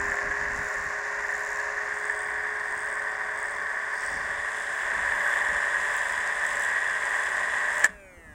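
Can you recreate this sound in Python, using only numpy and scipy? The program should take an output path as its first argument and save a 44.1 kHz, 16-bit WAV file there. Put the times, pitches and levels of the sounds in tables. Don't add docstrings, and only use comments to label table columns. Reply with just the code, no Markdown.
import sys
import numpy as np
from scipy import signal
from scipy.fft import rfft, irfft, next_fast_len
from scipy.io import wavfile
from scipy.ndimage import map_coordinates

SR = 44100
rng = np.random.default_rng(int(sys.argv[2]) if len(sys.argv) > 2 else 0)


def generate_wav(sig):
    pcm = np.round(np.clip(np.atleast_2d(sig).T, -1, 1) * 32767).astype(np.int16)
    wavfile.write(sys.argv[1], SR, pcm)


N = 367838
TIME = np.arange(N) / SR

# middle in seconds, length in seconds, relative level of the ticks in dB.
SWEEPS = [(0.08, 0.32, -53), (0.71, 0.55, -52.5), (1.442, 0.56, -52), (2.12, 0.53, -51.5),
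          (2.84, 0.5, -51.5), (3.457, .3, -51), (4.046, 0.36, -49), (4.58, 0.27, -53.5), (5.333, 0.32, -54),
          (6.003, 0.55, -50), (6.573, 0.41, -48.5), (7.174, 0.4, -52), (7.783, .2, -49)]

# (start, length) in seconds
TOUCH = (3.62, 2.14)
PRESS = (4.65, .3)


def shaft_speed():
    cut_s = 7.85
    start_hz, creep_hz_per_s, braking_hz_per_s = 205.3, 2.14, 154
    start_lag_hz, settle_s = 3.4, .2
    powered = np.minimum(TIME, cut_s)
    lag = start_lag_hz * np.exp(-powered / settle_s)
    return start_hz + creep_hz_per_s * powered - lag - braking_hz_per_s * (TIME - powered)


def rattle(turns, lap_share=.52, scatter_db=4.4, hits_per_lap=300):
    # pitch in Hz, relative level in dB.
    case_response = [(120, -37), (320, -32.5), (385, -17), (480, -28.5), (570, -12), (740, -14), (880, -13),
                     (1040, -4.5), (1370, -15.5), (1560, -2.5), (1830, 1), (2120, -10), (2480, -25.5),
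                     (4400, -54.5)]
    belt = turns * .1083
    laps = np.arange(int(belt[-1]) + 1)[:, None]
    places = laps + rng.random(hits_per_lap)
    place_db = 3.4 * rng.standard_normal(hits_per_lap)
    lap_db = 3.5 * rng.standard_normal(places.shape)
    bumps = rng.choice([-1, 1], hits_per_lap) * amp(place_db + lap_db)
    repeating = unit(impulses(belt, places.ravel(), bumps.ravel()))
    loose_db = scatter_db * np.clip(rng.standard_normal(places.size), -3, 3)
    sizes = rng.choice([-1, 1], places.size) * amp(loose_db)
    loose = unit(impulses(belt, rng.random(places.size) * belt[-1], sizes))
    tension = amp(0.95 * np.sin(4 * np.pi * belt))
    mixed = lap_share * repeating + np.sqrt(1 - lap_share ** 2) * loose
    return coloured(tension * mixed, case_response)


def bearings(turns):
    # multiple of the shaft rate,
    # level in dB against the rattle when running free, level in dB under the hand.
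    rolling_tones = [(.87, -44.5, -40.5), (1.739, -33, -40.5), (2.087, -32.5, -38), (2.6, -26, -33),
                     (2.708, -23.5, -23.5), (3.02, -24, -30), (3.56, -23.5, -32), (3.79, -28, -28.5),
                     (4.54, -25, -21), (4.655, -32, -25.5), (5.3, -19, -27.5), (6.82, -19, -39),
                     (7.25, -20, -24), (7.67, -22, -14), (8.33, -22, -24), (8.66, -18, -11),
                     (8.78, -13, -25)]
    held, out = change(*PRESS), np.zeros(N)
    for multiple, free_db, held_db in rolling_tones:
        level = amp(free_db + (held_db - free_db) * held + 2.66 * wobble(5))
        phase = 2 * np.pi * multiple * turns + .5 * wobble(9)
        out += np.sqrt(2) * level * np.sin(phase)
    return out


def rattle_level(drift_db=0.27):
    rattle_db, calming_db_per_s = -31, 0.1853
    taut_db, pressed_db, push_db = 1.5, 3.7, 2
    let_go = change(0.39, .14)
    push = change(4.99, 0.47) * (1 - change(5.38, 0.42))
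    free_db = rattle_db - calming_db_per_s * TIME + drift_db * wobble(4.01)
    return amp(free_db + taut_db * (1 - let_go) + pressed_db * change(*PRESS) + push_db * push)


def engagement(slip_s=.014):
    release_s, drop_db, fade_db_per_s = 7.862, 6, 210
    since = np.maximum(TIME - release_s, 0)
    return amp(-drop_db * change(release_s, slip_s) - fade_db_per_s * since)


def whine(turns, speed, count=80):
    # time in seconds, level in dB.
    hum_level = [(0, -43), (.9, -49), (2, -47), (4, -55), (7.8, -55.5), (8.34, -77)]
    # pitch in Hz, level in dB.
    whine_level = [(200, -71), (430, -82), (580, -58), (750, -70), (1250, -76), (1650, -63.5),
                   (1950, -68.5), (2400, -74.5), (3000, -81), (4700, -99), (6500, -87), (9300, -81),
                   (11000, -104), (15800, -103)]
    # multiple of the shaft rate, extra level in dB.
    slots = [(3, 6.5), (4, -0.5), (8, 7.5), (9, -3), (10, -1), (11, 8.5), (12, 10), (13, 8.5), (14, -3),
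             (15, -4), (16, 4), (17, 3), (18, -3), (19, 1), (20, -3), (21, -4), (22, -4), (24, 11),
             (36, 10), (48, 4)]
    extra = {round(k): db for k, db in slots}
    hum_amp = amp(curve(hum_level) + 0.76 * wobble(8.8))
    tone = np.sqrt(2) * hum_amp * np.sin(4 * np.pi * turns)
    coarse = slice(None, None, SR // 100)
    grid = np.arange(0, SR / 2, 170)
    depth_db = np.interp(grid, [600, 1500, 3000], [1, 4, 5.5])
    for k in range(1, count + 1):
        hz = k * speed[coarse]
        ripple = depth_db * np.clip(rng.standard_normal(len(grid)), -2, 1.2)
        own_db = extra.get(k, rng.uniform(-6, 3))
        level = amp(along(whine_level, hz) + own_db + np.interp(hz, grid, ripple))
        wave = np.sin(2 * np.pi * (k * turns + rng.random()))
        tone += np.sqrt(2) * np.interp(TIME, TIME[coarse], level) * wave
    return tone


def thread_hiss(grain_db=3.0):
    # pitch in Hz, relative level in dB.
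    bare_hiss = [(1500, 0), (2600, 10), (3250, -6.5), (3650, 1.5), (4200, 0.5), (5100, 4.5), (5800, 5),
                 (7200, 7.5), (8200, -2), (9300, -5), (10500, -13), (13500, -29), (15800, -33)]
    half_hiss = [(1500, -4), (2600, -11), (3100, -1.5), (3500, 1), (4100, -7.5), (4900, 1.5), (5800, -4),
                 (8400, 2.5), (9200, -3.5), (10200, -31), (14000, -29), (15800, -20)]
    held_hiss = [(1500, -10.5), (2600, 9), (3050, 3), (3450, 4.5), (4500, -6), (4950, 1), (5900, -3.5),
                 (7550, 5.5), (9100, 1.5), (10500, -14), (12200, -18), (13300, -28), (15800, -20)]
    # pitch in Hz, width in Hz, level in dB against the
    case_peaks = [(3040, 66, 4.5), (3120, 85, -0.5), (3430, 240, 5), (3400, 59, 2), (4950, 120, 3.5),
                  (5500, 150, 2.5), (6300, 140, 3.5), (6860, 180, 2.5), (7500, 190, 1.5), (8600, 220, 2)]
    rub = rng.standard_normal(N) * amp(grain_db * wobble(1500))
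    peaks = np.zeros(N)
    for hz, width, db in case_peaks:
        b, a = signal.iirpeak(hz, hz / width, SR)
        peaks += (amp(db) - 1) * signal.lfilter(b, a, rub)
    rub = rub + peaks
    bare = amp(-48.5) * coloured(rub, bare_hiss)
    half = amp(-51.5) * coloured(np.roll(rub, SR), half_hiss)
    pressed = amp(-43.5) * coloured(np.roll(rub, 2 * SR), held_hiss)
    sweeping = sum(swell(s, length) for s, length, _ in SWEEPS)
    sweep_gain = amp(0.3 * (sweeping - .5))
    return sweep_gain * np.sum(stages() * [bare, half, pressed], axis=0)


def thread_ticks(turns, tick_t60=0.0014, width_hz=1100, skirt_db=-4, drag=0.04, uneven_db=0.5, hand_uneven_db=4.8):
    # pitch in Hz, relative level in dB.
    edge_bare = [(6000, -18), (9400, 4), (11000, -9), (13000, -6), (14500, -16), (15800, -3)]
    edge_full = [(6000, -17), (9400, -5), (10600, -37), (11800, -25), (13500, 2), (15700, 44)]
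    edge_held = [(6000, -10.5), (9400, 9), (11000, -3.5), (12200, -3), (13300, -14), (14500, -7),
                 (15700, -1)]
    # pitch of the flick's ring in Hz, then level of its bright edge in dB against the ring.
    ring_pitches = [7180, 8220, 7720]
    edge_levels = [-7, -10, -6]
    spindle = turns * .3478
    at = np.arange(int(spindle[-1]))
    unevenness_db = uneven_db + hand_uneven_db * np.interp(at, spindle, change(*TOUCH))
    flick_db = unevenness_db * np.clip(rng.standard_normal(len(at)), -2, 1.6)
    flicks = impulses(spindle, at, amp(flick_db))
    t = np.arange(SR // 50) / SR
    fading = signal.fftconvolve(flicks, amp(-60 * t / tick_t60))[:N]
    bursts = (drag + fading) * rng.choice([-1, 1], N)
    ticks = np.zeros(N)
    edges = [edge_bare, edge_full, edge_held]
    for gain, ring_hz, edge_db, edge in zip(stages(), ring_pitches, edge_levels, edges):
        ring = unit(band(flicks, ring_hz, width_hz)) + unit(band(bursts, ring_hz, width_hz))
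        ring += amp(skirt_db) * unit(band(bursts, ring_hz - 800, 2000))
        ticks += gain * (unit(ring) + amp(edge_db) * coloured(bursts, edge))
    return ticks * sum(amp(db) * swell(s, length) for s, length, db in SWEEPS)


def lever_trip():
    # start in seconds, peak level in dB.
    lever_blows = [(7.8392, -15), (7.8433, -4), (7.8468, -17), (7.8535, -15), (7.8592, -21), (7.863, -23)]
    return strikes(lever_blows, crack_db=-4, soft_hz=14000, damping=1.54)


def knocks():
    # start in seconds, peak level in dB before the 6 dB cut below.
    loose_knocks = [(0.1186, -13), (0.188, -11.5), (0.3125, -13), (0.37, -14), (0.412, -11.5),
                    (0.4554, -16), (1.5893, -11.5), (2.0971, -11.5), (5.1207, -9.5), (5.7064, -17),
                    (6.4517, -12)]
    return amp(-6.0) * strikes(loose_knocks, crack_db=-28, soft_hz=2200, damping=1.5)


def strikes(rows, crack_db, soft_hz, damping):
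    # pitch in Hz, relative level in dB,
    # seconds to fade by 60 dB before damping shortens it.
    steel_modes = [(615, -25, 0.096), (995, -18, 0.054), (1630, -21, 0.027), (1770, 5, 0.041),
                   (1835, -9.5, 0.08), (3110, -18.5, 0.036), (4940, -28, 0.016), (6730, -10.5, 0.029),
                   (7510, -3, 0.024), (8970, -5, 0.011)]
    crack_colour = [(300, -7.5), (1800, 4.5), (4000, -9.0), (7800, -4.5), (10500, -16), (15800, -22)]  # Hz, dB
    out, t = np.zeros(N), np.arange(SR // 4) / SR
    crack = coloured(rng.standard_normal(N), crack_colour)
    for s, db in rows:
        ring = np.zeros(len(t))
        for hz, level, t60 in steel_modes:
            strength = amp(level + rng.normal(0, 1.4) - 60 * damping * t / t60) / (1 + (hz / soft_hz) ** 2)
            ring += strength * np.sin(2 * np.pi * hz * rng.normal(1, 0.039) * t)
        snippet = crack[rng.integers(N - len(t)):][:len(t)]
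        onset = 1 - np.exp(-t / 0.00069)
        blow = (ring + amp(crack_db - 60 * t / 0.016) * snippet) * onset
        add(out, s, amp(db) * blow / np.abs(blow).max())
    return out


def brushes():
    # middle in seconds, length in seconds, level in dB before the swell shapes it,
    # centre in Hz, width in Hz.
    skin_brushes = [(4.094, 0.63, -52, 5200, 1400), (4.6, 0.38, -63, 10300, 1400),
                    (4.8, .3, -67, 15200, 1400), (5.27, .7, -65, 12900, 2600), (8.191, .09, -56, 440, 220)]
    out = np.zeros(N)
    for s, length, db, hz, width in skin_brushes:
        size = int(length * SR)
        grit = rng.standard_normal(size) * amp(3.3 * wobble(600)[:size])
        add(out, s - length / 2, amp(db) * np.hanning(size) * unit(band(grit, hz, width)))
    return out


def thumps(attack=0.0027):
    # start in seconds, peak level in dB, pitch in Hz, seconds to fade by 60 dB.
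    hand_bumps = [(.27, -48, 119, 0.16), (.5, -47, 69, 0.17), (.58, -41.5, 151, 0.12),
                  (0.859, -48, 140, 0.14), (4.38, -52, 75, .2), (5.49, -41, 51.7, 0.31),
                  (7.89, -45, 188, 0.21), (8.17, -45, 60, .15)]
    out, t = np.zeros(N), np.arange(SR // 2) / SR
    for s, db, hz, t60 in hand_bumps:
        swing = np.sin(2 * np.pi * hz * t) * amp(-60 * t / t60) * (1 - np.exp(-t / attack))
        add(out, s, amp(db) * swing / np.abs(swing).max())
    return out


def room():
    # middle in seconds, length in seconds, rumble level in dB.
    hand_shifts = [(.04, 0.3, -44.5), (0.288, 0.17, -43.5), (0.524, 0.4, -45), (.83, 0.25, -51),
                   (4.218, 0.52, -52), (5.08, 0.54, -51.5), (5.52, 0.15, -48), (8.32, 0.22, -52)]
    # pitch in Hz, relative level in dB.
    low_colour = [(12, -17), (30, -0.5), (70, 0.5), (100, -8.5), (175, -10.5), (300, -9.5), (420, -36)]
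    air_colour = [(60, -11), (400, -1), (900, 2), (1800, -1), (2800, -27), (4500, -22), (8700, -13),
                  (10500, -26), (15800, -20)]
    resting = amp(-60.5 + 2 * change(*TOUCH) + 1 * wobble(5))
    shifting = sum(amp(db) * swell(s, length) for s, length, db in hand_shifts)
    low_noise = coloured(rng.standard_normal(N), list(low_colour) + [(900, -70)])
    rumble = np.hypot(resting, shifting) * amp(1.5 * wobble(14)) * low_noise
    high_tone = amp(-87) * np.sin(2 * np.pi * 13668 * TIME + .8 * wobble(30))
    return rumble + high_tone + amp(-59) * coloured(rng.standard_normal(N), air_colour)


def stages():
    filled = change(1.65, .5)
    held = change(*TOUCH)
    return np.sqrt([1 - filled, filled * (1 - held), filled * held])


def change(start, length):
    return .5 - .5 * np.cos(np.pi * np.clip((TIME - start) / length, 0, 1))


def swell(middle, length):
    edge = length / 3
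    return change(middle - length / 2, edge) - change(middle + length / 2 - edge, edge)


def amp(db):
    return 10 ** (np.asarray(db) / 20)


def unit(x):
    return x / np.sqrt(np.mean(x ** 2) + 1e-20)


def curve(rows):
    return np.interp(TIME, *np.transpose(rows))


def along(points, hz):
    f, v = np.transpose(points)
    return np.interp(np.log(hz + 1), np.log(f + 1), v)


def wobble(rate):
    return map_coordinates(rng.standard_normal(int(N * rate / SR) + 4), [TIME * rate])


def coloured(x, points, size=4096):
    response_db = along(points, np.fft.rfftfreq(size, 1 / SR))
    cepstrum = irfft(np.log(amp(response_db)))
    cepstrum[1:size // 2] *= 2
    cepstrum[size // 2 + 1:] = 0
    ringing = irfft(np.exp(rfft(cepstrum)))
    return unit(signal.fftconvolve(x, ringing)[:N])


def band(x, centre_hz, width_hz, order=3):
    edges = np.clip([centre_hz - width_hz / 2, centre_hz + width_hz / 2], 20, SR / 2 - 20)
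    return signal.sosfilt(signal.butter(order, edges, 'band', fs=SR, output='sos'), x)


def impulses(turns, at, sizes):
    where = np.interp(at, turns, np.arange(N), right=N).astype(int)
    return np.bincount(where, sizes, N + 1)[:N]


def add(track, s, sound):
    part = track[int(s * SR):][:len(sound)]
    part += sound[:len(part)]


def scene():
    speed = shaft_speed()
    turns = np.cumsum(speed * (1 + .0005 * wobble(12))) / SR
    drive = rattle_level() * (rattle(turns) + bearings(turns))
    thread = thread_hiss() + amp(2) * thread_ticks(turns)
    running = engagement() * (drive + thread)
    hands = brushes() + thumps()
    return (running + whine(turns, speed) + lever_trip() + knocks() + hands + room())[None]


def record(dry):
    size = next_fast_len(N + SR // 2)
    kept = np.fft.rfftfreq(size, 1 / SR) < 15850
    return irfft(rfft(dry, size) * kept, size)[:, :N]


dry = scene()
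out = record(dry)
generate_wav(out)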